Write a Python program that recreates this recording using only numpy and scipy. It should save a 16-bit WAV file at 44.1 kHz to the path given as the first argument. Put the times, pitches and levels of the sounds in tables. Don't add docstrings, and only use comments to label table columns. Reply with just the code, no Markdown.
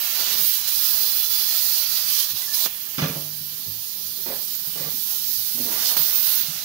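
import sys
import numpy as np
from scipy import signal
from scipy.fft import rfft, irfft
from scipy.io import wavfile

SR = 44100
rng = np.random.default_rng(int(sys.argv[2]) if len(sys.argv) > 2 else 0)


def bounce(signal):
    frames = np.transpose(np.atleast_2d(signal))
    limited = np.clip(frames, -1, 1)
    pcm = np.round(limited * 32767).astype(np.int16)
    wavfile.write(sys.argv[1], SR, pcm)


N = 292824
HZ = np.maximum(np.arange(N // 2 + 1) * SR / N, 1)

# pitch_hz, likeness (0 to 1)
STEREO_LIKENESS = [(25, .3), (60, 0.56), (125, 0.8), (250, 0.59), (1000, 0.36), (2500, 0.28), (5000, 0.2),
                   (15000, 0.13)]
# pitch_hz, level_db
RUMBLE_COLOUR = [(18, -50), (30, -10), (97, 1), (250, -0.5), (331, -9), (450, -4), (580, -28), (990, -120)]
# time_s, level_db
RUMBLE_LEVELS = [(0, -58), (1.0, -59), (2.2, -59), (2.6, -58.5), (3.6, -56.5), (4.6, -56), (5.0, -57.5),
                 (5.5, -56), (5.9, -54), (6.3, -57.5), (6.64, -57.5)]
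# pitch_hz, level_db, ring_s (time to fade by 60 dB)
PAN_TONES = [(62, -7, .4), (97, -3.5, 2.27), (151, -1, 1.07), (157, -9, 0.28), (160.6, 3, 0.23),
             (192.5, 1, 0.22), (246, 8.5, 0.21), (269.7, 3.5, 0.54), (357, 9, 0.22), (448, 10, 0.42),
             (493, -10, .3), (541, 9, .35), (574, 1, 0.43), (700, -3, 0.3), (850, -13, 0.3),
             (1250, -14, .2), (1570, -15, .2), (1920, -8, .15), (2622, -6, .2), (3214, -12, .18),
             (3892, -2, .14), (4242, -12, .2), (5050, -12, .2), (5500, -13, .15)]
# start_s, strength_db, spot_pitch_hz, cutoff_hz, longest_ring_s
PAN_KNOCKS = [(0.409, -42, 155, 300, .15), (2.306, -27, 70, 300, 0.11), (2.335, -28, 97, 400, 0.073),
              (2.981, -27, 186, 1500, 0.37), (2.984, -27, 1570, 5000, .07), (2.986, -24, 4400, 8000, .07),
              (3.0224, -17, 155, 250, 0.27), (3.02, -26, 850, 3000, 0.11), (3.022, -27, 4200, 8000, .1),
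              (3.044, -29, 3700, 8000, .12), (3.055, -39, 560, 1500, 0.18), (3.078, -37, 4000, 8000, .06),
              (3.103, -37, 2600, 6000, .07), (3.126, -36, 4240, 8000, .04), (3.149, -33, 3000, 6000, .07),
              (3.152, -40, 850, 2000, 0.11), (3.099, -30, 151, 900, 0.24), (3.158, -32.5, 151, 900, 1.2),
              (3.409, -39.5, 140, 300, 0.16), (3.668, -32.5, 97, 900, 0.51), (4.262, -44, 357, 900, 0.25),
              (4.288, -42, 333, 700, .18), (4.325, -44, 560, 1200, .15), (4.269, -40, 62, 300, 0.34),
              (4.304, -35, 580, 1200, 0.18), (4.34, -37, 70.5, 300, 0.33), (4.673, -42.5, 156, 300, 0.23),
              (4.76, -44, 174, 500, 0.27), (4.756, -41, 700, 3000, .12), (4.801, -40, 157, 500, 0.93),
              (4.81, -42, 560, 1200, .15), (4.862, -39, 700, 1500, 0.22), (4.861, -41, 154, 500, 0.29),
              (4.937, -46, 245, 500, 0.43), (5.37, -39.5, 97, 300, 0.38), (5.548, -38, 245, 400, 0.18),
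              (5.59, -42, 70.6, 300, .15), (5.601, -30, 244, 300, 0.14), (5.651, -37.5, 244, 300, .25),
              (5.995, -37.5, 144, 300, 0.13), (6.368, -47, 250, 400, 0.15), (6.483, -38.5, 156, 300, 0.33)]
# start_s, rise_s, hold_s, fade_s, strength_db, centre_hz, treble_fall_db_per_octave
PAN_DRAGS = [(0.169, 0.021, .03, .05, -37.5, 1200, 1), (.24, 0.025, .12, 0.057, -51, 430, -5),
             (2.979, 0.0036, 0.0067, 0.052, -26.5, 1290, -2), (3.013, 0.0043, 0.03, 0.12, -37, 453, -3.5),
             (3.141, 0.0066, 0.017, 0.13, -43, 600, 3), (4.136, 0.042, 0.0091, 0.11, -52, 406, 11),
             (4.255, 0.0049, 0.078, 0.098, -43, 513, -0.5), (4.749, .006, .13, 0.084, -46.5, 520, -2),
             (5.555, 0.021, 0.022, 0.1, -46, 420, 5), (5.602, 0.079, 0.034, 0.07, -40, 606, 2.5),
             (5.682, 0.05, 0.1, 0.041, -42.5, 800, -4.5), (5.849, 0.037, 0.13, 0.036, -45, 760, -4.5)]
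# start_s, peak_db
ARC_POPS = [(2.661, -16.5), (2.667, -25), (5.9681, -16), (5.972, -36)]
# start_s, length_s, pitch_hz, width_hz, level_db, left_gain_db
AIR_WHISTLES = [(.15, .27, 4500, 250, -33, -11), (0, .2, 3900, 80, -38, -10), (.8, 1.3, 4160, 70, -34, -10),
                (1.25, 1.05, 4680, 110, -32, -12), (1.1, .5, 3480, 70, -38, -6),
                (2.08, .17, 6050, 120, -35, -12), (2.06, .2, 3150, 90, -40, -6),
                (.7, .55, 4800, 60, -36, -12), (1.3, .95, 5000, 50, -37, -12),
                (.8, 1.2, 5420, 90, -38, -12), (1.7, .55, 5860, 50, -38, -12), (.6, 1.6, 646, 35, -56, -3),
                (.6, 1.6, 1320, 80, -51, -5), (2.53, .04, 4150, 100, -31, -10),
                (2.635, .035, 4150, 100, -30, -10), (2.58, .09, 4720, 90, -33, -12),
                (2.55, .05, 1020, 60, -47, -4), (2.53, .03, 5100, 150, -30, -12),
                (3.2, 1.5, 4630, 120, -46, -12), (.7, .4, 10870, 60, -42, -9),
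                (1.5, .7, 14970, 150, -33, -16), (.6, .6, 15590, 50, -37, -16),
                (2.41, .06, 2000, 70, -46, -4), (2.47, .07, 1750, 60, -43, -4),
                (3.0, 1.8, 12400, 200, -36.5, -15), (5.96, .5, 15240, 280, -23, -16),
                (5.96, .44, 13870, 150, -27, -14), (5.96, .43, 14380, 90, -31, -14),
                (6.0, .4, 11910, 50, -36, -10), (6.2, .2, 11320, 60, -37, -10),
                (6.0, .4, 13290, 50, -40, -12)]
# time_s, delay_ms
LEFT_DELAY = [(0, .05), (.6, -.04), (2.0, -.03), (2.7, 0), (3.1, .22), (4.9, .22), (5.3, .1), (5.8, .06),
              (6.64, .04)]
# left_delay_ms, right_delay_ms, level_db
PANEL_ECHOES = [(1.05, 1.3, -15), (1.45, 1.6, -14), (2.7, 2.1, -16), (3.4, 2.6, -16), (4.3, 5.1, -15),
                (7.3, 6.6, -14), (9.7, 11.2, -13), (14.9, 13.1, -13), (18.3, 21.4, -14), (26.2, 24.5, -15)]
# pitch_hz, left_db, right_db
JET_COLOUR = [(94.5, -34, -32), (640, -21, -19), (1210, -21, -14.5), (2260, -18, -14), (3000, -15, -6),
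              (3060, -10.5, -8), (4360, -17.5, -2), (5860, -19, -3.5), (6780, -18.5, -6.5),
              (7640, -23.5, -16), (9860, -14, -11), (9740, -19.5, -12), (12900, -15.5, -1.5),
              (15700, -17.5, 2)]
JET_RANGE_TOPS = [3100, 7600, 12800, 15750]
# time_s, sizzle_db, rush_vs_sizzle_db, roar_vs_sizzle_db
JET_LEVELS = [(0.0, -28, -6, -12), (0.2, -29.5, -3, -11.5), (0.34, -26, -2, -11), (0.4, -23, -7.5, -17),
              (0.49, -22, -9, -21), (0.64, -30.5, -3.5, -14), (0.74, -25.5, -4, -18),
              (0.92, -24, -7, -17.5), (1.02, -24.5, -7, -18), (1.2, -23.5, -8, -18.5),
              (1.45, -26, -5.5, -16), (1.65, -24, -6, -18), (2.0, -29, -3, -13.5), (2.19, -25, -4, -16.5),
              (2.3, -29, -2, -13.5), (2.52, -31.5, -3, -15), (2.55, -24.5, -7, -18.5),
              (2.66, -24.5, -4, -15), (2.685, -35.5, -5, -9), (2.76, -33.5, -9, -16),
              (2.95, -35, -6.5, -12), (3.4, -36, -5, -16), (4.33, -32.5, -5.5, -17),
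              (4.89, -32, -6.5, -17.5), (5.11, -27.5, -7, -20), (5.21, -29.5, -4.5, -18.5),
              (5.31, -28.5, -6, -20), (5.53, -28, -6.5, -19), (5.75, -28, -5.5, -18), (5.87, -27, 1.5, -13),
              (5.92, -23.5, -5, -16.5), (5.99, -26.5, -3.5, -15), (6.13, -26.5, -6, -14),
              (6.3, -23, -8, -16.5), (6.38, -25, -6, -16.5), (6.45, -33, -1, -11.5),
              (6.64, -34.5, -0.5, -8.5)]
# time_s, lead_in_s, recovery_s, change_db
JET_DIPS = [(.205, .02, .025, 3), (.365, .03, .02, -3), (.68, .01, .02, 3), (1.295, .05, .012, -4),
            (1.88, .06, .015, -2), (1.97, .03, .03, 2), (2.2, .02, .02, 2.5), (2.05, .03, .03, -3),
            (2.28, .05, .025, -4), (2.34, .03, .03, -5), (2.545, .015, .02, 4), (5.965, .045, .003, -7),
            (5.971, .003, .01, 1.5)]


def from_db(db):
    return 10 ** (np.asarray(db) / 20)


def unit_level(x):
    return x / np.sqrt(np.mean(np.atleast_2d(x).mean(axis=0) ** 2) + 1e-20)


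def in_time(rows):
    times_s, *columns = np.transpose(rows)
    return [np.interp(np.arange(N) / SR, times_s, column) for column in columns]


def at_hz(rows, hz, column=1):
    table = np.array(rows)
    return np.interp(np.log(hz), np.log(table[:, 0]), table[:, column])


def drift(rate_hz):
    step = 40
    memory = np.exp(-2 * np.pi * step * rate_hz / SR)
    noise = rng.standard_normal(N // step + 2002)
    slow = signal.lfilter([1], [1, -2 * memory, memory * memory], noise)[2000:]
    return np.interp(np.arange(N) / step, np.arange(len(slow)), unit_level(slow))


def ring(pushes, hz, ring_s):
    decay, angle = from_db(-60 / (ring_s * SR)), 2 * np.pi * hz / SR
    feedback = [1, -2 * decay * np.cos(angle), decay * decay]
    return signal.lfilter([1, -1], feedback, pushes + 1e-18) * np.cos(angle / 2)


def stereo_noise():
    shared, opposite = rfft(rng.standard_normal((2, N)))
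    alike = at_hz(STEREO_LIKENESS, HZ)
    return np.sqrt(1 + alike) * shared + np.sqrt(1 - alike) * opposite * [[1], [-1]]


def workshop():
    level_db = in_time(RUMBLE_LEVELS)[0] + 1.6 * drift(rate_hz=6)
    rumble = irfft(stereo_noise() * from_db(at_hz(RUMBLE_COLOUR, HZ)), N)
    return from_db(level_db) * unit_level(rumble)


def colour_left(tone, hz):
    left_gain = from_db(at_hz(JET_COLOUR, hz, column=1) - at_hz(JET_COLOUR, hz, column=2))
    delay_ms = abs(rng.normal(0, 0.6)) * min(1, hz / 300) ** 2
    delayed = np.pad(tone, (int(delay_ms * SR / 1000), 0))[:len(tone)]
    return np.array([left_gain * delayed, tone])


def pan_knocks():
    out, t = np.zeros((2, N + SR)), np.arange(SR) / SR
    for start_s, strength_db, spot_hz, cutoff_hz, longest_ring_s in PAN_KNOCKS:
        start = int(start_s * SR)
        for hz, level_db, ring_s in PAN_TONES:
            octaves_away = min(abs(np.log2(hz / spot_hz)), 1.5)
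            height = from_db(strength_db + level_db - 18 * octaves_away) / (1 + (hz / cutoff_hz) ** 2)
            swell = 1 - np.exp(-t * hz / 0.45)
            fade = from_db(-60 * t / min(ring_s, longest_ring_s))
            tone = height * swell * fade * np.sin(2 * np.pi * hz * t)
            out[:, start:start + SR] += colour_left(tone, hz)
    return out[:, :N]


def pan_drags():
    out, t = np.zeros((2, N)), np.arange(SR // 2) / SR
    grains_per_s, edge_db, mix_db = 8000, -16, -16
    for start_s, rise_s, hold_s, fade_s, strength_db, centre_hz, treble_fall in PAN_DRAGS:
        start = int(start_s * SR)
        corners_s = np.cumsum([0, rise_s, hold_s, fade_s])
        shape_db = np.interp(t, corners_s, [edge_db, 0, 0, edge_db])
        stroke = from_db(strength_db + shape_db) * (t < corners_s[-1])
        grains = rng.random(len(t)) < grains_per_s / SR
        grain_db = 1.8 * np.minimum(rng.exponential(1, len(t)), 5)
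        grit = stroke * grains * from_db(grain_db)
        for hz in np.geomspace(130, 6000, num=22):
            octaves = np.log2(hz / centre_hz)
            colour_db = -treble_fall * max(octaves, 0) + 10 * min(octaves, 0)
            clicks = grit * rng.standard_normal(len(t)) * from_db(colour_db)
            scuff = ring(clicks, hz, ring_s=22.6 / hz + 0.0033)
            out[:, start:start + len(t)] += colour_left(scuff, hz)
    return from_db(mix_db) * out


def arc_pops():
    out, t = np.zeros((2, N)), np.arange(int(.05 * SR)) / SR
    band = signal.butter(2, [120, 1900], "band", fs=SR, output="sos")
    side_gains = from_db([[-3], [0]])
    for start_s, peak_db in ARC_POPS:
        start = int(start_s * SR)
        burst = rng.standard_normal(len(t)) * np.exp(-t / 0.011)
        burst[0] += 20
        pop = signal.sosfilt(band, burst)
        out[:, start:start + len(t)] += from_db(peak_db) * pop / np.abs(pop).max() * side_gains
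    return out


def whistles():
    out, waver_db = np.zeros((2, N)), 2.5 * drift(rate_hz=6)
    for start_s, length_s, hz, width_hz, level_db, left_db in AIR_WHISTLES:
        start, end = int(start_s * SR), min(int((start_s + length_s) * SR), N)
        length = end - start
        noise = rng.standard_normal((2, length))
        ring_s = np.log(1000) / (np.pi * 1.5 * width_hz)
        tone = ring(ring(noise, hz, ring_s), hz, ring_s)
        age = np.arange(length)
        fade_in = np.minimum(1, age / (.1 * length if length_s > .52 else .01 * SR))
        fade_out = np.minimum(1, age[::-1] / (.12 * length))
        waver = from_db(np.roll(waver_db, rng.integers(N))[start:end])
        side_gains = from_db([[level_db + left_db], [level_db]])
        out[:, start:end] += side_gains * fade_in * fade_out * waver * tone / tone.std()
    return out


def torch_movement(spectra):
    delay = in_time(LEFT_DELAY)[0] * SR / 1000
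    fine_left = 4 * irfft(spectra[0], 4 * N)
    left = np.interp(np.arange(N) - delay, np.arange(4 * N) / 4, fine_left)
    return np.array([left, irfft(spectra[1], N)])


def panel_echoes(sound, wander_ms):
    out, samples = sound.copy(), np.arange(N)
    for left_ms, right_ms, level_db in PANEL_ECHOES:
        shift_ms = wander_ms * drift(rate_hz=0.65)
        for side, delay_ms in enumerate((left_ms, right_ms)):
            delay = (delay_ms + shift_ms) * SR / 1000
            out[side] += from_db(level_db) * np.interp(samples - delay, samples, sound[side])
    return out


def rushing_air():
    sizzle_db, rush_db, roar_db = in_time(JET_LEVELS)
    hiss_db = -1.5 + 0.52 * rush_db
    vs_sizzle_db, flicker_db = [roar_db, rush_db, hiss_db, 0], [1.4, 0.96, 1.1, 0.73]
    noise = panel_echoes(torch_movement(stereo_noise()), wander_ms=0.099)
    colour_db = [at_hz(JET_COLOUR, HZ, column=1), at_hz(JET_COLOUR, HZ, column=2)]
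    spectrum = rfft(noise) * from_db(colour_db)
    power = np.abs(spectrum.mean(axis=0)) ** 2 * 2 / N ** 2
    range_of_pitch = np.digitize(HZ, JET_RANGE_TOPS)
    centres_hz = np.array([250, 700, 1400, 2100, 2900, 3800, 5000, 6500, 8400,
                           10200, 12000, 13600, 15200])
    out = np.zeros((2, N))
    for hz in centres_hz:
        which = np.digitize(hz, JET_RANGE_TOPS)
        band = np.interp(HZ, centres_hz, centres_hz == hz)
        range_level = np.sqrt(power[range_of_pitch == which].sum())
        gain = from_db(vs_sizzle_db[which] + flicker_db[which] * drift(rate_hz=5.9)) / range_level
        out += gain * irfft(spectrum * band, N)
    return from_db(sizzle_db) * out


def torch_jet():
    air = rushing_air() + whistles()
    dips_db = sum(in_time([(time_s - lead_s, 0), (time_s, change_db), (time_s + recovery_s, 0)])[0]
                  for time_s, lead_s, recovery_s, change_db in JET_DIPS)
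    sputter_db = 0.345 * drift(rate_hz=2.3) + 0.352 * drift(rate_hz=44)
    return air * from_db(dips_db + sputter_db)


def scene():
    return torch_jet() + pan_knocks() + pan_drags() + arc_pops() + workshop()


def record(dry):
    bass_cut = signal.butter(2, 60, "high", fs=SR, output="sos")
    treble_cut = signal.ellip(14, .3, 80, 15750, fs=SR, output="sos")
    return signal.sosfilt(treble_cut, signal.sosfilt(bass_cut, dry))


dry = scene()
out = record(dry)
bounce(out)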